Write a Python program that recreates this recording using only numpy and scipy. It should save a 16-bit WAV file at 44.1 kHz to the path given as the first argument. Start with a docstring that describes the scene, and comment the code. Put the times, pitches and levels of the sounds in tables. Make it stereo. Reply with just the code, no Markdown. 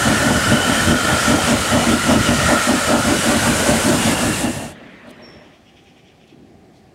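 """A steam locomotive pulls past: five exhaust beats a second excite chimney resonances, a broad roar and a thud,
over rumbling wheels and leaking steam, which is shaped noise that dips around the beats.
The engine fades into a far train, made of duller noise, as faint beats go on to 5.4 s.
Near 5.2 s come light rustles and a bird's whistled sine that breaks into a trill; a quiet yard of drone and air rises.
A magpie then chatters in bursts of resonant noise with echoes, among further rustles and soft decaying bumps."""
import sys
import numpy as np
from scipy import signal
from scipy.fft import rfft, irfft, next_fast_len
from scipy.io import wavfile
from scipy.ndimage import uniform_filter1d, map_coordinates

SR = 44100
rng = np.random.default_rng(int(sys.argv[2]) if len(sys.argv) > 2 else 0)


def to_wav(sig):
    """Store sig (one row per channel, or 1-D mono) as 16-bit WAV at the path in sys.argv[1].

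    Samples outside -1..1 are clipped; the rate is SR.
    """
    pcm = np.clip(np.atleast_2d(sig), -1, 1) * 32767
    pcm = np.round(pcm).astype(np.int16)
    wavfile.write(sys.argv[1], SR, pcm.T)  # frames by channels


N = 306081
TIME = np.arange(N) / SR

# Exhaust beats; each layer shifts the centre and scales the half length, and the hiss ducks duck_after_s later:
# centre_s, half_s, low_mode_db, upper_mode_db, thud_db, duck_after_s, duck_depth_db
EXHAUST_BEATS = [(0.097, 0.047, -17.5, -22.5, -18.5, 0, 1), (0.284, 0.063, -19, -21, -24, 0.0048, 2),
                 (0.539, 0.031, -16, -22.5, -20, 0, 2), (0.722, 0.055, -21, -23, -28, -0.0015, 0.2),
                 (0.916, 0.038, -16, -24, -19, 0.0073, 4.5), (1.118, 0.045, -22, -24.5, -27.5, 0.022, 1),
                 (1.32, 0.046, -15, -22.5, -24, 0.012, 4.5), (1.515, 0.036, -14.7, -21.5, -20, 0.015, 3),
                 (1.759, 0.042, -15.5, -18.5, -21, -0.0058, 2.5),
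                 (1.911, 0.041, -13.5, -24.5, -23.5, .04, 2.5), (2.126, 0.041, -13, -18, -20, .02, 3.5),
                 (2.311, 0.03, -15.5, -23.5, -22, -0.0084, 2.4),
                 (2.533, 0.041, -17.5, -19.5, -35, .01, 2.5), (2.717, 0.042, -14.5, -21, -42, -0.022, 2.5),
                 (2.938, 0.046, -16, -18, -30.5, 0, 2), (3.106, 0.045, -15, -21.5, -28, 0.0022, 1),
                 (3.31, 0.05, -16, -21.3, -32, .02, 3), (3.489, 0.029, -18.5, -26, -20, 0.014, 3),
                 (3.715, 0.043, -15.8, -18, -26, 0, 4), (3.902, 0.05, -15, -22.5, -27, 0.0039, 3),
                 (4.099, 0.039, -17, -24, -37, .045, 3), (4.26, 0.038, -19.5, -30, -24, 0.005, 0.5),
                 (4.466, 0.033, -17.5, -25.5, -27, -0.013, 3.5), (4.625, 0.056, -32, -34.5, -31, .03, 2),
                 (4.841, 0.036, -44, -47, -50, 0, 0), (5.086, 0.028, -40, -42.5, -51, 0, 0),
                 (5.215, 0.033, -43, -49, -64, 0, 0), (5.41, 0.067, -56.5, -51, -61.5, 0, 0)]
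# Chimney resonances, two low then two upper: centre_hz, width_hz
CHIMNEY_MODES = [(235, 31), (290, 109), (596, 43), (640, 365)]
# Spectrum of the exhaust thud: frequency_hz, relative_level_db (per Hz)
THUD_SPECTRUM = [(25, -41.5), (50, -5.5), (100, -2.5), (150, -3), (220, -22), (400, -62)]
ROAR_DB = -7.5  # broad roar of a blast, over the upper mode

# Levels of the near engine: time_s, rumble_db, hiss_db, fizz_db, low_howl_db
ENGINE_LEVELS = [(0, -22, -21.5, -27, -21.5), (.4, -20, -22.5, -28, -23), (.85, -21, -22, -27.5, -21.5),
                 (1.3, -21, -20, -26, -24), (2, -23, -22, -28, -25), (2.5, -19.5, -19.5, -26, -22),
                 (2.95, -23, -23, -28, -24.5), (3.3, -21.5, -21, -25, -26.5), (3.7, -20, -20, -22.5, -25.5),
                 (4.1, -19.5, -21.5, -25, -31.5), (4.4, -20.5, -23, -24.5, -37)]
# Howling leaks; middle and high levels are over the hiss:
# time_s, low_hz, middle_hz, middle_db, high_hz, high_db
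HOWL_PATHS = [(0, 1411, 1780, -5, 2980, -12), (.5, 1426, 1807, -6, 2986, -4.5),
              (1.1, 1398, 1782, -6, 3140, -6.5), (1.4, 1375, 1770, -13, 3130, -9.5),
              (1.9, 1383, 1964, -9, 2890, -7.5), (2.7, 1363, 1800, -2.5, 3020, -16),
              (3, 1370, 1693, -17, 2945, -13), (3.4, 1478, 1940, -8.5, 2930, -7.5),
              (3.8, 1457, 1914, -25, 2950, -19), (4.05, 1480, 1695, -10, 2826, -8.5),
              (4.7, 1444, 1820, -7, 2755, -5)]
# Spectra of the wheel rumble, the body of the hiss and the fizz: frequency_hz, relative_level_db (per Hz)
RUMBLE_SPECTRUM = [(15, -50), (25, -13.5), (80, 0.5), (162, -2), (224, -1), (394, -10.5), (595, -6.5),
                   (913, -13.5), (1160, -14), (1380, -9), (1500, -24), (1950, -47), (3300, -120)]
HISS_SPECTRUM = [(470, -32), (800, -18), (1150, -15), (1380, -23.5), (1590, -8.5), (2560, -11.5),
                 (2960, -11.5), (3920, -15), (7000, -17), (9100, -22.5), (15400, -120)]
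FIZZ_SPECTRUM = [(3500, -34), (5500, -17), (7000, -2.5), (8500, 0.5), (9600, -0.5), (11500, -7),
                 (12500, -17), (15800, -46.5)]
# Fade-out of the near engine: time_s, gain_db
ENGINE_FADE = [(4.2, 0), (4.4, -2.5), (4.5, -6.5), (4.65, -13.5), (4.72, -21), (4.755, -46), (4.76, -120)]
WHEELS_DB = -13.5  # over the rumble
SIZZLE_DB, SIZZLE_FOLLOWS = -38.5, 0.6  # level at the start before ducking; dB per dB of fizz change and ducking
DUCK_S, RECOVER_S = 0.011, 0.11  # time scales of the fall and of the way back
FIZZ_DUCKS, HOWL_DUCKS = 1.14, 0.24  # dB of ducking per dB in the hiss

# Magpie syllables: centre_s, level_db
MAGPIE_SYLLABLES = [(5.354, -53.8), (5.451, -53.9), (5.542, -54.5), (5.683, -54.5), (5.781, -53),
                    (5.883, -53), (5.986, -54.5), (6.083, -54), (6.226, -57), (6.309, -58)]
# Resonances of the beak: centre_hz, width_hz, gain_db
BEAK_MODES = [(2400, 760, -3), (3260, 820, -5), (5500, 1700, -15)]
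SYLLABLE_S = 0.023  # half length

# Path of the small bird's note: time_s, pitch_hz, level_db
CHIRP_PATH = [(5.221, 5640, -58), (5.229, 5510, -49), (5.254, 5510, -43), (5.3, 5420, -46),
              (5.36, 5430, -54), (5.436, 5460, -60)]
TRILL_FROM_S, TRILL_HZ, TRILL_DEPTH = 5.268, 79.4, 0.87  # the clear note breaks up here
FLUTTER_HZ = 120  # scale of the random pitch shake, strongest in the dips of the trill

# Brief rustles: centre_s, half_s, centre_hz, width_hz, level_db
RUSTLE_EVENTS = [(5.077, .006, 9000, 3000, -60), (5.095, 0.0033, 9000, 5000, -56),
                 (5.109, .004, 8500, 11000, -48.5), (5.1, .012, 3500, 1500, -51),
                 (5.84, .004, 7000, 4000, -64), (5.98, .004, 6500, 4000, -66),
                 (6.28, .004, 4500, 6000, -59), (6.298, .01, 3200, 2000, -57),
                 (6.77, .025, 3780, 4000, -60)]
# Soft bumps: start_s, pitch_hz, peak_db
BUMP_EVENTS = [(6.326, 330, -36), (6.344, 260, -37), (6.376, 200, -43), (6.402, 290, -42),
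               (6.413, 280, -40), (6.43, 290, -38), (6.445, 260, -39)]

# Levels of the far train: time_s, rumble_db, steam_db
FAR_LEVELS = [(4.8, -41.5, -45), (5.04, -46.5, -46), (5.29, -42.5, -47), (5.47, -48, -52.5),
              (5.62, -50, -56)]
# Spectra of the far rumble and the far steam: frequency_hz, relative_level_db (per Hz)
FAR_RUMBLE_SPECTRUM = [(15, -63), (25, -29), (45, -9), (237, -2.5), (483, -8), (593, -6), (652, -8.5),
                       (1100, -24), (1430, -47), (2420, -120)]
FAR_STEAM_SPECTRUM = [(500, -25), (850, -8), (1100, -3), (1500, -4), (1850, 1.5), (2200, -4), (2800, -6),
                      (3600, -11), (4300, -18), (6000, -24), (15800, -38)]

# Levels of the yard: time_s, drone_db, air_db
YARD_LEVELS = [(5.45, -50, -55.5), (5.65, -50.5, -55.5), (6.3, -50, -56.5), (6.41, -46, -57),
               (6.84, -49, -56.5), (6.94, -48, -56.5)]
# Spectra of the town drone and the air: frequency_hz, relative_level_db (per Hz)
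DRONE_SPECTRUM = [(15, -53), (25, -21), (76, -3.5), (209, -4.5), (244, -2.5), (273, -5.5), (375, -6),
                  (491, -14.5), (729, -15), (1100, -36), (1430, -64), (2420, -120)]
AIR_SPECTRUM = [(470, -14.5), (800, -3), (873, -17), (1220, -13), (1300, -17), (1690, -14), (1850, -13),
                (3900, -22), (4160, -21), (15800, -37)]

# Likeness of left and right: frequency_hz, correlation (0 to 1)
STEREO_LIKENESS = [(60, .99), (250, 0.99), (600, 0.93), (900, 0.87), (1300, 0.7), (2000, 0.61),
                   (2800, 0.53), (4500, 0.8), (7300, 0.81), (9900, 0.56), (13000, .25), (15800, .15)]
# Balance of the channels: frequency_hz, left_minus_right_db
STEREO_BALANCE = [(60, -2), (110, 1), (200, -1.5), (380, 1.5), (700, -1.0), (1290, -1), (2380, -2.0),
                  (4400, -1.5), (8120, -0.5), (15000, 4)]
# Phase between the channels: frequency_hz, left_lead_rad
STEREO_LEAD = [(20, 0), (500, 0), (1350, -.45), (2400, -.2), (3300, .1), (7000, .05), (8700, .3),
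               (10000, .9), (12000, 1.4), (15800, 3)]
TOP_HZ = 15790  # band limit


def exhaust():
    """Forced resonance: each blast of steam up the chimney excites its pipe modes, a broad roar and a thud."""
    centre, half, low_db, upper_db, thud_db = np.transpose(EXHAUST_BEATS)[:5]
    low_1, low_2, upper_1, upper_2 = [band(hz, width, patchy_db=1.0) for hz, width in CHIMNEY_MODES]
    eddies = amp(1.5 * wobble(45))  # the jet breaks into lumps

    low_tone = evened(eddies * unit(low_1 + amp(-3.5) * low_2), seconds=0.047)
    low = low_tone * puffs(centre - 0.006, half, low_db, lean=0.32, firm=2.8)

    # The upper modes and roar lead the low modes: the jet is at full speed first.
    upper_tone = evened(eddies * unit(upper_1 + amp(-0.5) * upper_2), seconds=0.035)
    upper = upper_tone * puffs(centre - 0.012, 1.06 * half, upper_db, lean=0.26, firm=2.4)
    roar_swell = puffs(centre - 0.013, 0.59 * half, upper_db + ROAR_DB, lean=0.33)
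    roar = roar_swell * band(874, 700, patchy_db=0.5)

    thud_noise = evened(rush(THUD_SPECTRUM, patchy_db=4.0), seconds=0.11)
    thud = thud_noise * puffs(centre, 0.85 * half, thud_db)
    return low + upper + roar + thud


def near_engine():
    """Turbulent jet noise: leaks hiss, fizz and howl in three drifting bands, over rolling rumble of the wheels."""
    rumble_db, hiss_db, fizz_db, low_db = curves(ENGINE_LEVELS)
    low_hz, middle_hz, middle_db, high_hz, high_db = curves(HOWL_PATHS)
    duck_db = ducking()
    hiss_db = hiss_db + duck_db
    sizzle_db = SIZZLE_DB + SIZZLE_FOLLOWS * (fizz_db - fizz_db[0] + duck_db)

    wheels = amp(WHEELS_DB) * band(870, 510, patchy_db=2.0)
    rumble = amp(rumble_db) * (rush(RUMBLE_SPECTRUM, patchy_db=3.0) + wheels)

    flutter = amp(0.34 * wobble(20))
    hiss = amp(hiss_db) * flutter * rush(HISS_SPECTRUM, patchy_db=1.3)
    fizz = amp(fizz_db + FIZZ_DUCKS * duck_db) * flutter * rush(FIZZ_SPECTRUM, patchy_db=0.85)
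    sizzle = amp(sizzle_db) * band(12800, 5000, patchy_db=1.5)  # the finest leaks hold steadier

    low = amp(low_db + HOWL_DUCKS * duck_db) * moving_band(low_hz, 240, patchy_db=1.3)
    middle = amp(hiss_db + middle_db) * moving_band(middle_hz, 200, patchy_db=2.0)
    high = amp(hiss_db + high_db) * moving_band(high_hz, 250, patchy_db=2.5)

    fade = amp(curves(ENGINE_FADE)[0])
    return (rumble + hiss + fizz + sizzle + low + middle + high) * fade


def ducking():
    """Amplitude modulation: the hiss falls around each beat and recovers exponentially (dB)."""
    duck_db = 0
    for centre, *_, after, depth in EXHAUST_BEATS:
        t = TIME - centre - after
        fall = (1 + np.tanh(t / DUCK_S)) / 2
        recovery = np.exp(-np.maximum(t, 0) / RECOVER_S)
        duck_db = duck_db - depth * recovery * fall
    return duck_db


def magpie():
    """Source and filter: rasping noise is coloured by beak resonances, then blurred by echoes of the yard."""
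    centre, db = np.transpose(MAGPIE_SYLLABLES)
    rasp = rng.standard_normal(N) * amp(1.8 * wobble(350))

    def beak(f):
        """Parallel resonances: squared modes add with alternating sign."""
        return sum((-1) ** k * amp(gain_db) * mode(hz, width)(f) ** 2
                   for k, (hz, width, gain_db) in enumerate(BEAK_MODES))

    call = unit(filtered(rasp, beak)) * puffs(centre, SYLLABLE_S + 0 * centre, db)
    return call * [[1], [0.4]] + amp(-3.5) * echo(call, t60=0.89)


def small_bird():
    """Frequency and amplitude modulation: a thin whistle breaks into a fading trill, scattered by trees."""
    hz, db = curves(CHIRP_PATH)
    singing = ramp(5.218, 5.221) * ramp(5.44, 5.436)
    beat = np.cos(2 * np.pi * TRILL_HZ * (TIME - TRILL_FROM_S) + 1.8 * wobble(35))
    trill = 1 - TRILL_DEPTH * ramp(TRILL_FROM_S - 0.004, TRILL_FROM_S) * (1 + beat) / 2
    shaken_hz = hz + FLUTTER_HZ * (1 - trill) * wobble(70)
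    whistle = np.sqrt(2) * np.sin(2 * np.pi * np.cumsum(shaken_hz) / SR)  # rms 1
    note = amp(db) * trill * whistle * singing
    return note * [[1], [0.3]] + amp(-10) * echo(note, t60=0.3)


def close_noises():
    """Transient excitation: rustles are brief bands of noise, soft bumps are short decaying sines."""
    out = 0
    for centre, half, hz, width, db in RUSTLE_EVENTS:
        out = out + puffs([centre], [half], [db]) * band(hz, width, patchy_db=2.0)
    for start, hz, db in BUMP_EVENTS:
        swell = puffs([start + 0.001], [0.003], [db], lean=0.45)
        out[0] += swell * np.sin(2 * np.pi * hz * (TIME - start))
    return out


def far_train():
    """Attenuation with distance: a dull rumble and soft steam remain."""
    rumble_db, steam_db = curves(FAR_LEVELS)
    rumble = amp(rumble_db) * rush(FAR_RUMBLE_SPECTRUM, patchy_db=1.5)
    steam = amp(steam_db) * rush(FAR_STEAM_SPECTRUM, patchy_db=2.1)
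    return (rumble + steam) * ramp(4.13, 4.72) * ramp(5.63, 5.5)


def yard():
    """Diffuse ambient noise: a low drone of the town and a thin veil of air."""
    drone_db, air_db = curves(YARD_LEVELS)
    drone = amp(drone_db) * rush(DRONE_SPECTRUM, patchy_db=0.0)
    air = amp(air_db) * rush(AIR_SPECTRUM, patchy_db=1.0)
    return (drone + air) * ramp(5.07, 5.54)


def echo(x, t60):
    """Diffuse reverberation: two unrelated noise tails fall by 60 dB in t60 seconds."""
    t = np.arange(SR // 2) / SR
    tail = rng.standard_normal((2, len(t))) * amp(-60 * t / t60)
    return signal.fftconvolve(x[None], tail / np.linalg.norm(tail[0]), axes=1)[:, :N]


def turbulence(patchy_db):
    """Intermittency: two unrelated white noises share time-frequency patches of random gain."""
    z = signal.stft(rng.standard_normal((2, N)), nperseg=512)[2]
    field = rng.standard_normal(z.shape[1:])
    field = uniform_filter1d(field, 5, 0)
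    field = uniform_filter1d(field, 10, 1)
    return signal.istft(z * amp(patchy_db * unit(field)), nperseg=512)[1][:, :N]


def rush(spectrum, patchy_db):
    """Spectral shaping: turbulence coloured by a table of levels, rms 1."""
    return unit(filtered(turbulence(patchy_db), lambda hz: amp(along(spectrum, hz))))


def mode(hz, width_hz):
    """Damped oscillator: the complex response of one causal resonance."""
    return lambda f: 1j * f * width_hz / (hz * hz - f * f + 1j * f * width_hz)


def band(hz, width_hz, patchy_db):
    """Cascaded resonance: turbulence through the same mode twice, rms 1."""
    return unit(filtered(turbulence(patchy_db), lambda f: mode(hz, width_hz)(f) ** 2))


def moving_band(hz, width_hz, patchy_db):
    """Quadrature modulation: slow noise on a gliding carrier makes a flat-topped band around hz, rms 1."""
    def slow():
        """Low-pass filtering: turbulence is kept below about half the band width."""
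        return filtered(turbulence(patchy_db), lambda f: 1 / (1 + (2 * f / width_hz) ** 4))

    phase = 2 * np.pi * np.cumsum(hz) / SR
    return unit(slow() * np.cos(phase) + slow() * np.sin(phase))


def puffs(centre, half, db, lean=0, firm=2):
    """Bell envelopes: lean > 0 slows the fall, firm > 2 flattens the top and steepens the edges."""
    out = np.zeros(N)
    for c, h, level in zip(centre, half, db):
        near = slice(max(round((c - 0.25) * SR), 0), round((c + 0.25) * SR))
        u = (TIME[near] - c) / h
        stretch = 1 + np.clip(lean, 0, 0.8) * np.tanh(u)
        out[near] += amp(level) * np.exp(-0.5 * np.abs(u / stretch) ** firm)
    return out


def evened(x, seconds):
    """Energy normalisation: rms near 1 over each such stretch, so that each blast carries its full energy."""
    power = np.abs(uniform_filter1d(x ** 2, int(seconds * SR)))
    return x / np.sqrt(power + 0.021)


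def wobble(rate):
    """Random modulation: a smooth curve with rate random knots a second."""
    return map_coordinates(rng.standard_normal(int(N * rate / SR) + 4), [TIME * rate])


def filtered(x, response):
    """Linear filtering: the spectrum of x times a complex response of frequency."""
    m = next_fast_len(N + SR // 2)
    return irfft(rfft(x, m) * response(np.fft.rfftfreq(m, 1 / SR)), m)[..., :N]


def along(points, hz):
    """Logarithmic frequency scale: interpolates (Hz, value) points."""
    f, v = np.transpose(points)
    return np.interp(np.log(hz + 1), np.log(f + 1), v)


def curves(rows):
    """Linear interpolation: one value a sample for each column after the time."""
    s, *cols = np.transpose(rows)
    return [np.interp(TIME, s, c) for c in cols]


def ramp(start, end):
    """Linear fade: rises from 0 to 1 between two times (falls if they are swapped)."""
    return np.clip((TIME - start) / (end - start), 0, 1)


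def amp(db):
    """Decibel law: dB to amplitude gain."""
    return 10 ** (np.asarray(db) / 20)


def unit(x):
    """Mean-square normalisation: scales to rms 1."""
    return x / np.sqrt(np.mean(x ** 2) + 1e-20)


def scene():
    """Interchannel coherence: two versions of all the sources blend into a left and right pair."""
    a, b = exhaust() + near_engine() + magpie() + small_bird() + close_noises() + far_train() + yard()

    def turn(hz):
        """Mixing angle: half the arc cosine of the wanted correlation."""
        return np.arccos(np.clip(along(STEREO_LIKENESS, hz), 0, 1)) / 2

    def ports(hz):
        """Interchannel differences: level and phase are split evenly, with opposite signs."""
        sign = np.array([[1], [-1]])
        return amp(along(STEREO_BALANCE, hz) / 2 * sign) * np.exp(0.5j * along(STEREO_LEAD, hz) * sign)

    mid = filtered(a, lambda hz: np.cos(turn(hz)))
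    side = filtered(b, lambda hz: np.sin(turn(hz)))
    return filtered(np.array([mid + side, mid - side]), ports)


def record(dry):
    """Band limiting and saturation: the microphone cuts deep bass, peaks round off, the top is cut at TOP_HZ."""
    thin = filtered(dry, lambda hz: (1j * hz / (34 + 1j * hz)) ** 2)
    soft = thin / (1 + np.abs(thin / 0.99) ** 6) ** (1 / 6)
    return filtered(soft, lambda hz: hz < TOP_HZ)


dry = scene()
out = record(dry)
to_wav(out)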